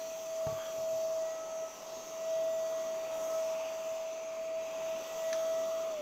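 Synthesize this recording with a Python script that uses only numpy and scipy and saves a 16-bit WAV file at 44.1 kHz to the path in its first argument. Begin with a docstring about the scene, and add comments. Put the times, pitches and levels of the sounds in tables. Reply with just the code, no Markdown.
"""A cordless stick vacuum is pushed over a living-room rug and switched off at the very end.
Its fast motor sings one strong note under a ladder of overtones, all swelling and fading as it
moves through the room's standing waves. Air rushes in at the floor head, rings in the wand and
hisses out of the vents. Early on the head thumps down, bumps and scuffs the pile;
the plastic wand clicks as it lands and again near the end."""
import sys
import numpy as np
from scipy import signal
from scipy.fft import rfft, irfft, next_fast_len
from scipy.io import wavfile
from scipy.ndimage import uniform_filter1d, map_coordinates

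SR = 44100
rng = np.random.default_rng(int(sys.argv[2]) if len(sys.argv) > 2 else 0)


def log_audio(samples):
    """Write samples as a 16-bit WAV file to the path given in sys.argv[1]."""
    # one column per channel
    frames = np.atleast_2d(samples).T
    # limit to full scale, then quantise
    limited = np.clip(frames, -1, 1)
    pcm = np.round(limited * 32767).astype(np.int16)
    wavfile.write(sys.argv[1], SR, pcm)


N = 265349


def amp(db):
    """Decibels to gain."""
    return 10 ** (np.asarray(db) / 20)


def unit(x):
    """x scaled to rms 1."""
    return x / np.sqrt(np.mean(x ** 2) + 1e-20)


def curve(points):
    """An automation lane: (t/s, value) points joined by straight lines."""
    times, values = np.transpose(points)
    return np.interp(np.arange(N) / SR, times, values)


def since(start):
    """Seconds passed after start, zero before."""
    return np.maximum(np.arange(N) / SR - start, 0)


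def wobble(rate):
    """A smooth random curve, rate knots a second."""
    knots = rng.standard_normal(int(N * rate / SR) + 4)
    return map_coordinates(knots, [np.arange(N) * rate / SR])


def filtered(x, response):
    """x through an EQ whose gain is response(hz)."""
    size = next_fast_len(N + 8192)
    return irfft(rfft(x, size) * response(np.fft.rfftfreq(size, 1 / SR)), size)[..., :N]


def noise(spectrum):
    """Noise of rms 1, coloured by (f/Hz, level/dB) points on a log frequency axis."""
    freqs, levels = np.transpose(spectrum)
    white = rng.standard_normal(N)
    return unit(filtered(white, lambda hz: amp(np.interp(np.log(hz + 1), np.log(freqs + 1), levels))))


def rush(spectrum, patchy_db):
    """Noise of rms 1 whose colour drifts in patches as the reflections shift."""
    bins = signal.stft(noise(spectrum), nperseg=1024)[2]
    patches = uniform_filter1d(rng.standard_normal(bins.shape), size=8, axis=0)
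    patches = uniform_filter1d(patches, size=20, axis=1)
    return unit(signal.istft(bins * amp(patchy_db * unit(patches)), nperseg=1024)[1][:N])


def resonance(centre_hz, width_hz):
    """Noise of rms 1 in one band that follows a moving centre."""
    slow = filtered(rng.standard_normal((2, N)), lambda hz: 1 / (1 + (2 * hz / width_hz) ** 2))
    angle = 2 * np.pi * np.cumsum(centre_hz) / SR
    return unit(slow[0] * np.cos(angle) + slow[1] * np.sin(angle))


def partial(angle, order, scatter, rate):
    """One shaft order of rms 1: the direct tone plus reflections that drift in strength and phase."""
    paths = 1 + scatter * (wobble(rate) + 1j * wobble(rate))
    return unit(np.real(paths * np.exp(1j * order * angle)))


def fading(depth_db=2):
    """The slow random gain of one overtone as the machine moves."""
    return unit(amp(depth_db * wobble(rate=9)))


def handling(base_db, per_suction=0, per_facing=0):
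    """A layer's gain as the machine is handled: base_db plus so many dB per step of each lane."""
    # strength of the air drawn in at the floor head: t/s, suction/steps
    suction = [(0.0, -4), (0.24, -4.5), (0.62, 0.3), (1.52, -1.4), (2.6, -0.2), (3.16, 3.5), (3.26, 3.5),
               (4.5, -3.5), (4.92, 1.7), (5.86, 3), (6.02, -0.5)]
    # how squarely the vents face the listener: t/s, facing/steps
    facing = [(0.0, 1.8), (0.98, 1.5), (1.46, -2.5), (2.02, -0.7), (2.56, 0.5), (3.08, -0.8), (3.24, 4),
              (3.64, -1.3), (3.88, -1.8), (4.28, -8), (4.44, -4.5), (4.52, -8.5), (4.66, -3.4), (5.3, 3.5),
              (5.72, -0.7), (6.02, -3)]
    return amp(base_db + per_suction * curve(suction) + per_facing * curve(facing))


def intake():
    """Air roars in at the floor head, over a low drone from the motor body and ducts that follows the suction
    only a little."""
    # colours of the roar and the drone: f/Hz, relative level/dB
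    roar_eq = [(200, -31), (400, -14), (600, 2.5), (720, -1.5), (1000, -0.5), (1280, -2.5), (1550, -14),
               (2100, -12), (2900, -13.5), (4000, -31)]
    drone_eq = [(20, -8), (45, -13.5), (100, -14), (160, -5), (230, -4.5), (275, 0), (340, -2), (420, 1.5),
                (520, -3.5), (800, -6.5), (2000, -50)]
    roar = handling(-51.5, per_suction=0.9) * rush(roar_eq, patchy_db=1.9)
    drone = handling(-56.5, per_suction=0.22, per_facing=0.2) * rush(drone_eq, patchy_db=1.18)
    return roar + drone


def wand_air():
    """Air rings in the wand, with a hollow band from head and wand that wanders in pitch."""
    # colour of the air in the wand: f/Hz, relative level/dB
    tube_eq = [(1400, -15), (2000, -5), (2500, -6.5), (3050, -3), (3500, 3), (4100, -11.5), (7000, -55)]
    # its fader ride: t/s, level/dB
    tube_db = [(0, -64), (1.2, -69.5), (2.5, -63.5), (3.0, -64.5), (3.3, -62), (4.45, -69), (5.35, -57),
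               (6.02, -61.5)]
    # centre of the hollow ring: t/s, f/Hz
    hollow_hz = [(0.2, 2550), (0.53, 2640), (2.6, 2650), (2.72, 2480), (4.03, 2660), (4.37, 2390),
                 (4.92, 2640), (5.9, 2590)]
    # its swell: t/s, swell/steps of 2.35 dB
    hollow_swell = [(0.0, 1.9), (1.1, -1), (2.44, 1), (2.66, -2), (3.06, 2.3), (3.26, -1.3), (3.66, 5),
                    (3.76, 2.6), (4.52, 2.8), (4.9, 4), (5.6, -0.7), (6.02, 2.5)]
    tube = amp(curve(tube_db)) * rush(tube_eq, patchy_db=1.4)
    hollow = amp(-64.5 + 2.35 * curve(hollow_swell)) * resonance(curve(hollow_hz), width_hz=650)
    return tube + hollow


def vents():
    """Exhaust air leaves as a fluttering hiss, brighter when the vents face the listener."""
    # colours of the hiss and the fine spray above it: f/Hz, relative level/dB
    hiss_eq = [(2000, -31), (3300, -11), (4200, -12), (4700, -10), (5400, -8), (5800, -2.5), (6120, 1.5),
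               (6400, -3), (6800, -9), (7400, -12), (8100, -27), (9500, -51)]
    spray_eq = [(4000, -14), (6500, -1), (7200, 8), (7700, 9), (8150, 0), (8900, -5.5), (10200, -4.5),
                (11200, -3.5), (12600, 1), (13500, 3), (14500, 6.5), (15700, -5)]
    hiss = handling(-54.5, per_facing=0.47) * amp(0.8 * wobble(45)) * rush(hiss_eq, patchy_db=2.5)
    spray = handling(-62.5, per_facing=1.0) * amp(0.56 * wobble(45)) * rush(spray_eq, patchy_db=2.5)
    return hiss + spray


def motor():
    """Every tone is a multiple of the shaft speed, which sinks once the power is cut."""
    # shaft speed under power, a little faster when the head is choked: t/s, f/Hz
    shaft_hz = [(0, 648.4), (1.5, 646.2), (2.4, 649.2), (3.45, 646), (4.2, 648.3), (5.3, 648.9), (5.7, 651)]
    # shaft note, octave, third order and blade tone in the room's standing waves: t/s, level/dB
    note_db = [(0.0, -40), (0.22, -42.5), (0.46, -34), (0.66, -41.6), (0.88, -34.5), (1.24, -34),
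               (1.4, -42.5), (1.64, -38), (1.74, -55.5), (1.94, -42.5), (2.04, -49.5), (2.34, -32.2),
               (3.06, -38.4), (3.4, -33.5), (3.78, -40.0), (3.88, -36.5), (4.22, -41.5), (4.58, -36.4),
               (4.7, -41.5), (4.92, -35.3), (5.06, -44.5), (5.26, -34.5), (5.52, -32.6), (6.02, -38.5)]
    octave_db = [(0, -69), (1.14, -69), (1.42, -54), (1.72, -62.5), (2.98, -69.5), (3.38, -48.5),
                 (3.5, -77), (4.7, -67), (5.78, -56), (6.02, -77)]
    third_db = [(0, -69), (1.16, -77), (1.27, -61.5), (2.14, -76), (2.26, -62), (3.4, -64.5), (3.48, -78),
                (4.96, -68.5), (5.28, -52.5), (5.38, -66), (5.6, -61), (6.02, -77)]
    blade_db = [(0, -60), (1.86, -63), (2.02, -53), (2.5, -65), (2.76, -57.5), (3.04, -63.5), (3.32, -56.5),
                (3.5, -63.5), (4.55, -62.5), (4.98, -64.5), (5.1, -59), (6.02, -62.5)]
    # the impeller's side tones and top whistles: shaft order, relative level/dB
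    side_orders = [(5, -2), (7, -2), (9, -20), (11, -0.5), (12, -10)]
    whistle_orders = [(15, -16), (16, -17), (20, -6.5), (21, -1)]
    switch_off_s, coast_s, whistle_fade_db_per_s = 5.895, 1.2, 70
    coasting = np.exp(-since(switch_off_s) / coast_s)
    speed_hz = curve(shaft_hz) * coasting * (1 + 0.00042 * wobble(30))
    angle = 2 * np.pi * np.cumsum(speed_hz) / SR
    note = amp(curve(note_db)) * partial(angle, order=1, scatter=0.049, rate=36)
    octave = amp(curve(octave_db)) * fading() * partial(angle, order=2, scatter=0.2, rate=30)
    third = amp(curve(third_db)) * fading() * partial(angle, order=3, scatter=0.17, rate=30)
    blade = amp(curve(blade_db)) * partial(angle, order=10, scatter=0.47, rate=22)
    ladder = sum(amp(db) * fading() * partial(angle, order, scatter=0.34, rate=22)
                 for order, db in side_orders)
    ladder *= handling(-67.5, per_suction=0.3, per_facing=0.29)
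    whistles = sum(amp(db) * fading() * partial(angle, order, scatter=0.25, rate=45)
                   for order, db in whistle_orders)
    whistles *= handling(-68.8, per_facing=1.3)
    whistles *= amp(-whistle_fade_db_per_s * since(switch_off_s))  # they die fast as the impeller slows
    return note + octave + third + blade + ladder + whistles


def head_bumps():
    """The head lands and bumps, ringing itself and the floor; harder hits are brighter and snappier."""
    # contacts with the rug: t/s, level/dB, hardness as a tilt/dB per decade
    bumps = [(0.467, -34, 2.5), (0.4935, -42.5, 2), (.524, -43.5, 3), (.778, -46.5, -3), (.928, -48.5, -3)]
    # modes of head and floor: f/Hz, relative level/dB, t60/s
    modes = [(72, -18, .08), (102.6, -6, 0.23), (137.4, 2, 0.11), (170, -15, 0.2), (220, 0.5, 0.028),
             (449, -5, 0.088), (768, -4, 0.088), (864, -5, 0.067), (1131, -13.5, 0.59), (1216, -20, .2)]
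    thumps = np.zeros(N)
    for start, db, hardness in bumps:
        t = since(start)
        ring = sum(amp(level + hardness * np.log10(hz / 146) - 60 * t / t60) * np.sin(2 * np.pi * hz * t)
                   for hz, level, t60 in modes)
        attack_s = 0.0026 * amp(-2 * hardness)  # soft contacts build up slowly in the pile
        thumps += amp(db) * ring * (1 - np.exp(-t / attack_s))
    # so small a head radiates little deep bass
    return signal.sosfilt(signal.butter(2, 60, "highpass", fs=SR, output="sos"), thumps)


def wand_clicks():
    """Each snap of the wand's joint is a short crack that rings the plastic, with a faint room tail."""
    # snaps of the joint: t/s, level/dB
    snaps = [(0.469, -44), (5.3288, -34.5), (5.3306, -34), (5.334, -48)]
    # colour of the crack: f/Hz, relative level/dB
    crack_eq = [(400, -25), (1000, 3), (1700, 3.5), (2500, -1.5), (4400, 0), (5200, -2.5), (5950, 6),
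                (6600, -24), (11000, -15), (14000, -45)]
    # modes of the plastic: f/Hz, relative level/dB, t60/s
    modes = [(1300, -8, .04), (1720, -4, 0.034), (1890, 0, .05), (4360, -13, .025), (5120, -11, .04),
             (5970, -8, .05), (6090, -2, .06)]
    crack_t60, room_t60, attack_s = 0.015, 0.22, 0.0003
    clicks = np.zeros(N)
    for start, db in snaps:
        t = since(start)
        crack = (amp(-60 * t / crack_t60) + amp(-15 - 60 * t / room_t60)) * noise(crack_eq)
        ring = sum(amp(level - 60 * t / t60) * np.sin(2 * np.pi * hz * t) for hz, level, t60 in modes)
        ring *= amp(-8) * (1 - np.exp(-t / attack_s))
        clicks += amp(db) * (t > 0) * (crack + ring)
    return clicks


def rug_scuff():
    """The head drags briefly over the pile just after it lands."""
    # swell of the drag: t/s, level/dB
    drag_db = [(.46, -90), (.5, -61), (.56, -56.5), (.61, -49.5), (.69, -51.5), (.76, -63), (.85, -90)]
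    # colour of the rubbed pile: f/Hz, relative level/dB
    pile_eq = [(600, -32), (1050, -24), (1135, 14), (1300, 5), (1700, -0.5), (2700, -22), (3300, 7.5),
               (4000, -38), (8000, -34)]
    return amp(curve(drag_db)) * noise(pile_eq)


def scene():
    """The whole machine, heard from straight ahead, alike in both ears."""
    machine = intake() + wand_air() + vents() + motor() + head_bumps() + wand_clicks() + rug_scuff()
    return np.array([machine, machine])


def record(dry):
    """A brick-wall high cut takes off the very top of the hiss."""
    return filtered(dry, lambda hz: hz < 15720)


dry = scene()
out = record(dry)
log_audio(out)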